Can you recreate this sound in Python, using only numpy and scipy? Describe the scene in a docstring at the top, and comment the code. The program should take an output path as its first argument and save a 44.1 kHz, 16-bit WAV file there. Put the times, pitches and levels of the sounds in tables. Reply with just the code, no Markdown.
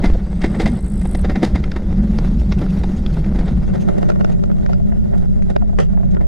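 """Summer toboggan in a metal trough.

Heard from the sled: the rough track shakes the chassis and drums on the trough; the wheels growl,
roar and hiss. Loose parts knock amid pitched clicks, grit ticks, the runners catch and squeak. Early
on a bush cricket buzzes in the meadow, file on scraper; late, the wheels tap and strike a joint.
Mono at first, opening into very wide stereo after 3.5 s."""
import sys
import numpy as np
from scipy import signal
from scipy.fft import rfft, irfft
from scipy.io import wavfile
from scipy.ndimage import uniform_filter1d

SR = 44100
rng = np.random.default_rng(int(sys.argv[2]) if len(sys.argv) > 2 else 0)


def transcribe(u):
    """Save the signal u as a 16-bit wav file named by the first command-line argument.

    u: samples, shape (n,) or (channels, n), limited to [-1, 1]; the rate is SR.
    q: integer samples, one column per channel.
    """
    v = np.clip(np.atleast_2d(u).T, -1, 1)
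    q = np.round(v * 32767).astype(np.int16)
    wavfile.write(sys.argv[1], SR, q)


N = 276507
TIME_S, HZ = np.arange(N) / SR, np.fft.rfftfreq(N, 1 / SR)
BLOW_S, BLOW_HZ = np.arange(8192) / SR, np.fft.rfftfreq(8192, 1 / SR)

# Shaking of the sled. Each row: time in seconds, chassis rumble in dB, trough drone in dB.
SHAKE = [(0.0, -6.5, -21.5), (0.05, -20, -20.5), (0.14, -3.5, -23.5), (0.21, -20.5, -26.5),
         (0.71, -18.5, -17.5), (0.77, -21.5, -25), (1.33, -14.5, -22.5), (1.4, -30, -20),
         (1.55, -14, -23.5), (1.82, -22, -28.5), (1.9, -13, -22.5), (2.0, -16.5, -16.5), (2.2, -16.5, -18),
         (2.4, -13.5, -21.5), (2.66, -20, -17.5), (2.88, -17, -21.5), (3.2, -17.5, -21), (3.33, -15, -18.5),
         (3.7, -18.5, -22.5), (3.75, -27.5, -24.5), (5.71, -23.5, -29), (6.22, -24.5, -25),
         (6.27, -21.5, -35.5)]
# Rolling contact. Each row: time in seconds, track roughness in dB, hiss in dB.
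ROLL = [(0.0, -33.5, -49.5), (0.19, -44, -57.5), (0.44, -43.5, -57.5), (0.56, -36, -55), (0.91, -44, -58.5),
        (1.48, -40.5, -54.5), (1.8, -42, -58), (2.16, -39, -53.5), (2.47, -44, -56), (2.58, -40.5, -54),
        (2.79, -41, -53.5), (4.12, -40.5, -58), (4.4, -46.5, -60.5), (5.9, -50, -63.5),
        (6.27, -47.5, -64.5)]


def gain_of(db):
    """Decibels to amplitude."""
    return 10 ** (np.asarray(db) / 20)


def unit_rms(x):
    """Scale to rms 1."""
    return x / np.sqrt(np.mean(x ** 2) + 1e-20)


def curves(rows):
    """Each later column, interpolated over the times in the first."""
    times_s, *columns = np.transpose(rows)
    return [np.interp(TIME_S, times_s, column) for column in columns]


def spectrum(points, hz=HZ):
    """Gain through (Hz, dB) points on a log-frequency axis; steep fall past the last."""
    point_hz, point_db = np.transpose(points)
    db = np.interp(np.log(hz + 1), np.log(point_hz + 1), point_db)
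    return gain_of(db) / np.maximum(hz / point_hz[-1], 1) ** 5


def ringing(modes, hz=HZ):
    """Gain of resonances given as (centre Hz, width Hz, dB)."""
    return np.sqrt(sum(gain_of(db) ** 2 / (1 + (2 * (hz - f) / width) ** 2) for f, width, db in modes))


def colour(x, gain):
    """Filter a whole signal, then scale to rms 1."""
    return unit_rms(irfft(rfft(x) * gain, N))


def noise(n=N):
    """White noise."""
    return rng.standard_normal(n)


def wander(rate_hz):
    """Slow random curve, rms 1."""
    return colour(noise(), np.exp(-(HZ / rate_hz) ** 2))


def causal(gain):
    """Minimum-phase impulse response: sharp start, then ringing."""
    cepstrum = irfft(np.log(np.maximum(gain, 1e-5)))
    half = len(cepstrum) // 2
    cepstrum[1:half] *= 2
    cepstrum[half + 1:] = 0
    return irfft(np.exp(rfft(cepstrum)))


def resonate(x, hz, width_hz):
    """Resonator that follows the curve hz."""
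    turn = np.exp(2j * np.pi * np.cumsum(hz) / SR)
    pole = np.exp(-np.pi * width_hz / SR)
    return 2 * (turn * signal.lfilter([1 - pole], [1, -pole], x / turn + 1e-18)).real


def add(mix, start_s, sound):
    """Mix a sound in at start_s."""
    part = mix[max(round(start_s * SR), 0):][:len(sound)]
    part += sound[:len(part)]


def steadied(x, span_s):
    """Hold the running rms near 1."""
    return x / np.sqrt(uniform_filter1d(x ** 2, int(span_s * SR)) + 1e-6)


def patchy(x, depth_db):
    """Narrow bands flare and fade briefly, each on its own."""
    bands = signal.stft(x, nperseg=512)[2]
    patches = uniform_filter1d(noise(bands.shape), size=5, axis=0)
    patches = unit_rms(uniform_filter1d(patches, size=3, axis=1))
    return unit_rms(signal.istft(bands * gain_of(depth_db * patches), nperseg=512)[1][:N])


def frame_gain(hz, ring):
    """The sled frame's resonances on top of a flat response."""
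    # Each row: centre in Hz, width in Hz, gain in dB.
    frame_modes = [(1430, 120, -13.5), (1850, 19, -0.5), (2077, 140, -4.5), (2080, 22, -6), (2420, 25, -2),
                   (2710, 27, 6), (3260, 45, 1), (3720, 240, 0.5), (4860, 26, 5.5), (5300, 45, -12)]
    return 1 + ring * ringing(frame_modes, hz)


def chassis_rumble(opening):
    """The rough track shakes the chassis."""
    # Each row: frequency in Hz, gain in dB.
    rumble_spectrum = [(6, 5.5), (13, -0.5), (20, 1.5), (31, 7.5), (45, 4.5), (62, 8), (75, 0.5),
                       (92, -5.5), (130, -37.5), (260, -51)]
    level_db = curves(SHAKE)[0] + 4.5 * opening
    return gain_of(level_db) * steadied(colour(noise(), spectrum(rumble_spectrum)), span_s=0.27)


def trough_drone(opening):
    """The wheels drum on the trough; its resonances slide as they move along each sheet."""
    # Each row: centre in Hz, width in Hz, gain in dB.
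    trough_modes = [(138.5, 36, -10.5), (178, 5.2, -1), (200.9, 12.1, -1.5)]
    trough = ringing(trough_modes) / (1 + (HZ / 250) ** 8) / (1 + (90 / (HZ + 1)) ** 4)
    surge_db = 1.5 * wander(rate_hz=15)
    pitch_ratio = 1 + 0.044 * wander(rate_hz=6.95)
    hum = np.interp(np.cumsum(pitch_ratio) % N, np.arange(N), colour(noise(), trough))
    level_db = curves(SHAKE)[1] + 0.5 + 5 * opening + surge_db
    return gain_of(level_db) * steadied(hum, span_s=0.13)


def grit(rate_per_s, spread_db):
    """Specks and dents under the wheels: sparse impulses of uneven size."""
    size = gain_of(spread_db * np.minimum(rng.exponential(1, N), 4))
    return unit_rms(size * np.sign(noise()) * (rng.random(N) < rate_per_s / SR))


def wheel_noise(bumps, opening):
    """The same rough contact excites a low growl, a mid roar and a high hiss."""
    # Spectra. Each row: frequency in Hz, gain in dB.
    growl_spectrum = [(150, -2.5), (260, 1.5), (340, 3.5), (450, -5), (600, -7.5), (740, -29), (1000, -28)]
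    roar_spectrum = [(400, -16.5), (750, 13.5), (1050, 1.5), (1450, 4.5), (1700, -0.5), (2100, -1.5),
                     (2600, -13.5), (3500, -19.5)]
    hiss_spectrum = [(1200, -20), (2600, -4), (3600, 0), (5000, -1), (6500, -4), (8000, -9), (10400, -11),
                     (11500, -16), (13500, -17), (14800, -31)]
    rough_db, hiss_db = curves(ROLL)
    specks = grit(rate_per_s=110, spread_db=3.5)
    contact = unit_rms(noise() + 0.55 * specks)
    growl = colour(contact, spectrum(growl_spectrum))
    roar = colour(contact, spectrum(roar_spectrum) * frame_gain(HZ, ring=1.0))
    scrape = unit_rms(contact + 1.7 * noise())
    flutter_db = 1.2 * bumps + 1.1 * wander(rate_hz=35)
    hiss = patchy(colour(scrape, spectrum(hiss_spectrum) * frame_gain(HZ, ring=0.41)), depth_db=3)
    return (gain_of(rough_db + 8.5 + 1.3 * bumps) * growl
            + gain_of(rough_db - 5 + 2.8 * bumps) * roar
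            + gain_of(hiss_db + 3 * opening + flutter_db) * hiss)


def rolling(bumps, opening):
    """Chassis, trough and wheels; rumble, drone and hiss get a boost as the stereo opens."""
    return chassis_rumble(opening) + trough_drone(opening) + wheel_noise(bumps, opening)


def blows(rows, body, lead_in_db, crack_gain, crack_s, ring):
    """A short swell of noise leads into each blow: dense crack, dying chatter, body and pitched ring."""
    lead_s = 0.04
    out, t = np.zeros(N), BLOW_S - lead_s
    lows = 1 / (1 + (BLOW_HZ / 900) ** 6)
    mids = (BLOW_HZ > 900) & (BLOW_HZ < 4000)
    highs = 1 - 1 / (1 + (BLOW_HZ / 3800) ** 4)
    crack = crack_gain * np.clip(2 * t / crack_s, 0, 1) * np.exp(-(t / crack_s) ** 2)
    for hit_s, strength_db, thud_db, bright_db, t60_s, ring_hz in rows:
        envelope_db = np.where(t < 0, lead_in_db + 110 * t / t60_s, -60 * t / t60_s)
        clumps = gain_of(2.8 * unit_rms(uniform_filter1d(noise(len(t)), size=90)))  # a few ms apart
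        chatter = noise(len(t)) * (clumps * gain_of(envelope_db) + crack)
        peak = 1 + ring * ringing([(ring_hz, 0.13 * ring_hz, 0)], BLOW_HZ)
        response = body * peak * gain_of(thud_db * lows + bright_db * highs)
        blow = signal.fftconvolve(chatter, causal(response))[:len(t)]
        # Strength is mid-band energy, as if spread over 10 ms.
        mid_rms = np.sqrt(np.sum(irfft(rfft(blow) * mids) ** 2) / (SR / 100))
        add(out, hit_s - lead_s, gain_of(strength_db) * blow / mid_rms)
    return out


def clatter():
    """Heavy jolts with rebounds, and lighter knocks of loose parts, ring the frame and shell."""
    # Each row: time in seconds, strength, thud, brightness and relative rebound in dB, ring in Hz.
    jolts = [(0.04, -24, 0, -3.5, -5, 2020), (0.44, -23.5, -0.5, -5, -10, 2100),
             (0.598, -25.5, 1.5, 1, -6, 2020), (0.659, -23.5, -1, -1.5, -9.5, 2050),
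             (1.429, -22.5, 3.5, 0.5, -5.5, 2020)]
    # Each row: time in seconds, strength, thud and brightness in dB, t60 in seconds, ring in Hz.
    knocks = [(0.149, -46.5, 13.5, -15, 0.057, 496), (0.417, -33, -8, 0.5, 0.033, 2080),
              (0.546, -34.5, 0.5, -9, 0.14, 1900), (1.014, -41.5, -2, 2, 0.055, 2120),
              (1.053, -38.5, 1.5, -10, .056, 780), (1.148, -33.5, 4.5, 5.5, 0.022, 2150),
              (1.246, -30.5, 2.5, -5, 0.074, 1830), (1.297, -29, 2.5, -3, 0.097, 2060),
              (1.357, -28, -0.5, -7, 0.11, 2070), (1.554, -27.5, -0.5, -2, 0.13, 1970),
              (1.761, -30.5, -2.5, -7, 0.069, 940), (2.615, -36, 6.5, -1, 0.16, 1390),
              (2.835, -34, -1.5, -2.5, 0.066, 830), (3.169, -41, 7, -8, 0.05, 1400),
              (3.356, -42, 2, -7, 0.03, 846), (3.387, -36.5, 1.5, 1.5, 0.081, 1940),
              (3.478, -37.5, -4, -5, 0.16, 3580), (3.738, -39.5, -2, -1, 0.045, 1330),
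              (3.751, -35.5, 2, -4.5, 0.17, 1380), (3.884, -29.5, 2.5, -5, 0.12, 1340),
              (3.98, -39, 8, 6, 0.056, 2000), (4.088, -34, 2, 1, 0.094, 1380),
              (4.295, -38, 2, -2, 0.12, 1380), (4.498, -41, 5, -21, 0.099, 1440),
              (4.694, -43, 0.5, -3.5, 0.37, 705), (4.919, -42, 3.5, -25, 0.03, 1790),
              (5.132, -39, -2, -20, 0.15, 1460), (5.176, -45, 4, 7, 0.17, 1420),
              (5.498, -36, 3.5, 1, 0.12, 1390), (6.211, -42.5, 3, -1, 0.11, 1780)]
    # Each row: frequency in Hz, gain in dB.
    knock_spectrum = [(20, -17.5), (70, -3.5), (190, 22.5), (350, 15), (520, 14), (780, 12), (1050, 1.5),
                      (1500, 1), (2150, -2), (2600, -10), (3700, -7.5), (5500, -10), (7500, -16),
                      (10000, -21.5), (12000, -34.5), (14500, -32.5)]
    # Each row: centre in Hz, width in Hz, gain in dB.
    shell_modes = [(222, 42, -2.5), (326, 39, 4), (366, 27, -3.5), (740, 71, -10)]
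    jolt_t60_s, rebound_t60_s, rebound_delay_s, rebound_thud_db = 0.088, 0.16, 0.015, -1
    rows = list(knocks)
    for hit_s, strength_db, thud_db, bright_db, rebound_db, ring_hz in jolts:
        rows.append((hit_s, strength_db, thud_db, bright_db, jolt_t60_s, ring_hz))
        rows.append((hit_s + rebound_delay_s, strength_db + rebound_db, rebound_thud_db,
                     bright_db + 7.5, rebound_t60_s, ring_hz))
    shell = 1 + ringing(shell_modes, BLOW_HZ)
    body = spectrum(knock_spectrum, BLOW_HZ) * frame_gain(BLOW_HZ, ring=1.6) * shell
    return blows(rows, body, lead_in_db=-5.5, crack_gain=1.03, crack_s=0.0086, ring=1.8)


def clicks():
    """Short pitched clicks, most later ones ringing near 1400 Hz, among faint random ticks of grit."""
    # Each row: time in seconds, strength, thud and brightness in dB, t60 in seconds, ring in Hz.
    pitched_clicks = [(1.64, -33, -15, -1.5, 0.027, 2200), (1.717, -34.5, -13, 2, 0.03, 1630),
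                      (2.187, -33, 5, 3.5, .035, 442), (2.523, -30, 4.5, 5.5, 0.064, 2080),
                      (2.663, -39.5, 8, -27, .025, 1400), (3.063, -34, 6, -3, .028, 3560),
                      (3.244, -41.5, -6, -1, 0.033, 2100), (4.029, -35, 11, -7.5, 0.025, 1320),
                      (4.101, -28, 12, -0.5, 0.031, 1410), (4.119, -38.5, 8.5, -9, 0.012, 1400),
                      (4.159, -41.5, 5, -8, .013, 1400), (4.21, -32, 6, -8, .03, 1320),
                      (4.246, -30.5, 8.5, 0, 0.019, 1410), (4.438, -37.5, 4.5, 2, 0.012, 1390),
                      (4.515, -41.5, -2, -10, 0.014, 1410), (4.662, -35.5, -1, -4, 0.016, 1700),
                      (4.732, -34, 2.5, 1, 0.055, 1386), (5.422, -42.5, 9.5, -8, 0.014, 2250),
                      (5.563, -29, 7, -9, 0.018, 1480), (6.147, -46.5, 10, 0, 0.015, 1830),
                      (6.168, -37.5, 4, -24, 0.061, 1440)]
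    # Each row: frequency in Hz, gain in dB.
    click_spectrum = [(60, -2.5), (200, 7.5), (500, 6), (800, 0.5), (1400, 1), (2000, -2.5), (3500, -8.5),
                      (5500, -7), (7000, -23), (9000, -31.5), (14000, -43)]
    ticks_per_s, spread_db, low_hz, high_hz = 16, 8, 1120, 5000
    thud_db, bright_db, t60_s = 3.5, -5, 0.067
    rows, hiss_db = list(pitched_clicks), curves(ROLL)[1]
    for when, size, tone in rng.random((round(ticks_per_s * N / SR), 3)):
        strength_db = hiss_db[int(when * N)] - 2 + spread_db * (2 * size - 1)
        ring_hz = low_hz * (high_hz / low_hz) ** tone
        rows.append((when * N / SR, strength_db, thud_db, bright_db, t60_s, ring_hz))
    body = spectrum(click_spectrum, BLOW_HZ) * frame_gain(BLOW_HZ, ring=0.78)
    return blows(rows, body, lead_in_db=-0.5, crack_gain=2.0, crack_s=0.0026, ring=2.86)


def cricket():
    """Wing strokes drag a file over a scraper, growing slower, harder and brighter, then stop dead."""
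    # Each row: time in seconds, strokes per second, pitch in Hz, relative level and upper modes in dB.
    song = [(.24, 55.8, 8100, -66, -13), (.35, 55.8, 8100, -59.5, -11), (.56, 55.5, 8150, -53.5, -8),
            (.8, 54.6, 8150, -52.5, -5.5), (.98, 52.4, 8120, -50.5, -4.5), (1.12, 50, 8250, -47.5, -3.5),
            (1.222, 48.5, 8450, -47.5, -4)]
    # Each row: multiple of the pitch, width in Hz, level in dB.
    wing_modes = [(1, 613, -3.5), (1.12, 1100, -10), (1.18, 900, -2.5), (1.55, 2400, -17)]
    strokes_per_s, pitch_hz, level_db, upper_db = curves(song)
    singing = (TIME_S > song[0][0]) * (TIME_S < song[-1][0])
    phase = np.cumsum(strokes_per_s * singing) / SR % 1
    stroke = 0.17 + np.exp(-((phase - 0.5) / 0.2) ** 2)  # the wing never quite rests
    uneven_db = 1.2 * wander(rate_hz=60)
    rasp = noise() * stroke * gain_of(uneven_db) * singing
    modes = []
    for i, (ratio, width_hz, mode_db) in enumerate(wing_modes):
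        mode_hz = ratio * pitch_hz
        mode = resonate(resonate(rasp, mode_hz, width_hz), mode_hz, width_hz)
        modes.append((-1) ** i * gain_of(mode_db) * unit_rms(mode))  # neighbours swing opposite ways
    return gain_of(level_db - 9.5) * unit_rms(modes[0] + gain_of(upper_db) * sum(modes[1:]))


def squeaks():
    """The runners catch: a puff of friction in one narrow resonance, with a little broad scrape."""
    # Each row: centre time in seconds, level in dB, pitch in Hz, length in seconds.
    catches = [(2.4, -50, 5460, 0.018), (2.415, -57, 6870, 0.017), (2.59, -44, 2700, .012),
               (2.705, -48.5, 2720, 0.016), (2.708, -57, 6000, 0.011), (2.792, -52.5, 9000, 0.01),
               (2.972, -51.5, 6700, .02), (3.143, -48, 2730, .01), (3.21, -58, 3870, .01),
               (3.46, -53, 7800, 0.014), (3.818, -49, 6340, 0.04), (4.327, -51.5, 6640, 0.019),
               (5.428, -56, 6624, 0.015), (6.115, -55.5, 6300, 0.013)]
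    # Each row: frequency in Hz, gain in dB.
    scrape_spectrum = [(1000, -23), (2500, 10), (10000, -7), (13500, -16)]
    scrape = gain_of(-10) * spectrum(scrape_spectrum, BLOW_HZ)
    out, t = np.zeros(N), BLOW_S - 0.06
    for centre_s, level_db, pitch_hz, length_s in catches:
        rub = noise(len(t)) * np.exp(-(2 * t / length_s) ** 2)
        tone = ringing([(pitch_hz, 0.071 * pitch_hz, 0)], BLOW_HZ) ** 2
        squeak = unit_rms(irfft(rfft(rub) * (tone + scrape))) * np.sqrt(length_s * SR / len(t))
        add(out, centre_s + t[0], gain_of(level_db) * squeak)
    return out


def wheel_taps():
    """Soft, scuffing blows ring a hollow, well damped resonance, slightly retuned each time."""
    # Each row: start in seconds, relative strength in dB.
    taps = [(4.595, -26), (4.688, -21), (4.798, -20.5), (4.92, -20), (5.128, -21), (5.15, -22), (5.39, -25),
            (5.62, -15), (5.692, -21), (5.728, -21), (5.931, -22), (5.972, -19), (5.999, -18.5),
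            (6.029, -18.5), (6.207, -18.5)]
    # Each row: centre in Hz, width in Hz, gain in dB.
    hollow_modes = [(675, 44, 4), (1400, 310, -34), (1900, 160, -26)]
    out, t = np.zeros(N), np.arange(4096) / SR
    for start_s, strength_db in taps:
        scuff = noise(len(t)) * t * np.exp(-t / 0.003)
        hz = BLOW_HZ * rng.uniform(0.95, 1.05)
        hollow = ringing(hollow_modes, hz) / (1 + (hz / 2400) ** 4) / (1 + (400 / (hz + 1)) ** 4)
        tap = unit_rms(signal.fftconvolve(scuff, causal(hollow))[:len(t)])
        add(out, start_s, gain_of(strength_db - 26.5) * tap)
    return out


def trough_joint():
    """The wheels strike a joint, hard and sudden, and ring the metal."""
    # Each row: time in seconds, strength, thud and brightness in dB, t60 in seconds, ring in Hz.
    strikes = [(5.787, -27.5, -2.5, 2, 0.02, 1870), (5.793, -30.5, 8, -4, 0.059, 1390),
               (5.8, -29.5, 1.5, 8, 0.15, 3120), (5.819, -42.5, 3, -2, 0.076, 2750)]
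    # Each row: centre in Hz, width in Hz, gain in dB.
    metal_modes = [(470, 200, 8), (767, 34, 5), (1280, 120, 2), (1460, 60, -10), (1890, 180, -2),
                   (2730, 45, -7), (2970, 100, -12), (3230, 58, -12.5), (4870, 150, -14), (5860, 140, -15),
                   (8000, 600, -32)]
    metal = ringing(metal_modes, BLOW_HZ) / (1 + (BLOW_HZ / 9500) ** 10)
    return blows(strikes, metal, lead_in_db=-28, crack_gain=1.6, crack_s=0.0032, ring=2.1)


def scene():
    """Mono at first; then the mid thins, the side takes over the bass and the sound leans right."""
    # Each row: time in seconds, stereo opening as a share of 1.
    stereo_width = [(3.43, 0), (3.6, 0.06), (3.8, 0.25), (4.05, 0.39)]
    # Stereo responses. Each row: frequency in Hz, gain in dB.
    mid_spectrum = [(20, 2), (60, -4.5), (120, 1), (200, -8), (290, -23), (400, -12), (560, -8), (700, 9),
                    (860, -35), (1150, -23), (1450, -0.5), (1650, -13.5), (1880, -1.5), (2350, -25),
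                    (2850, -0.5), (4200, -38), (6000, -4), (10000, 3), (14000, -26)]
    side_spectrum = [(20, 11.5), (60, 16), (200, 16.5), (280, 3), (390, 23), (500, 12), (580, 26),
                     (720, 13), (880, 17.5), (1050, 11), (1270, 10), (1450, 4), (2000, 4.5), (2700, 2.5),
                     (4200, -4.5), (6500, 10), (9000, 7), (15000, -8.5)]
    bumps, opening = wander(rate_hz=23.6), curves(stereo_width)[0]
    sled = rolling(bumps, opening) + clatter() + clicks()
    # Fresh noise for the side signal, each source at its own level.
    side_sled = rolling(bumps, opening) + gain_of(-1) * clatter() + gain_of(3.5) * clicks()
    thinned = irfft(rfft(sled) * spectrum(mid_spectrum), N)
    mid = (1 - opening) * sled + opening * thinned
    mid += trough_joint() + wheel_taps() + squeaks() + cricket()
    wide = irfft(rfft(side_sled + gain_of(1.5) * trough_joint()) * spectrum(side_spectrum), N)
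    wide += gain_of(15) * wheel_taps()
    lean_share, lean_gain = 0.5, gain_of(0.3 * opening)
    side = opening * (wide - lean_share * mid)
    return np.array([(mid + side) / lean_gain, (mid - side) * lean_gain])


def record(dry):
    """Round off the highest peaks, then low-pass."""
    ceiling, cutoff_hz = 0.92, 15300
    rounded = dry / (1 + abs(dry / ceiling) ** 6) ** (1 / 6)
    lowpass = signal.firwin(511, cutoff_hz, window=("kaiser", 9), fs=SR)
    return signal.oaconvolve(rounded, lowpass[None], "same")


dry = scene()
out = record(dry)
transcribe(out)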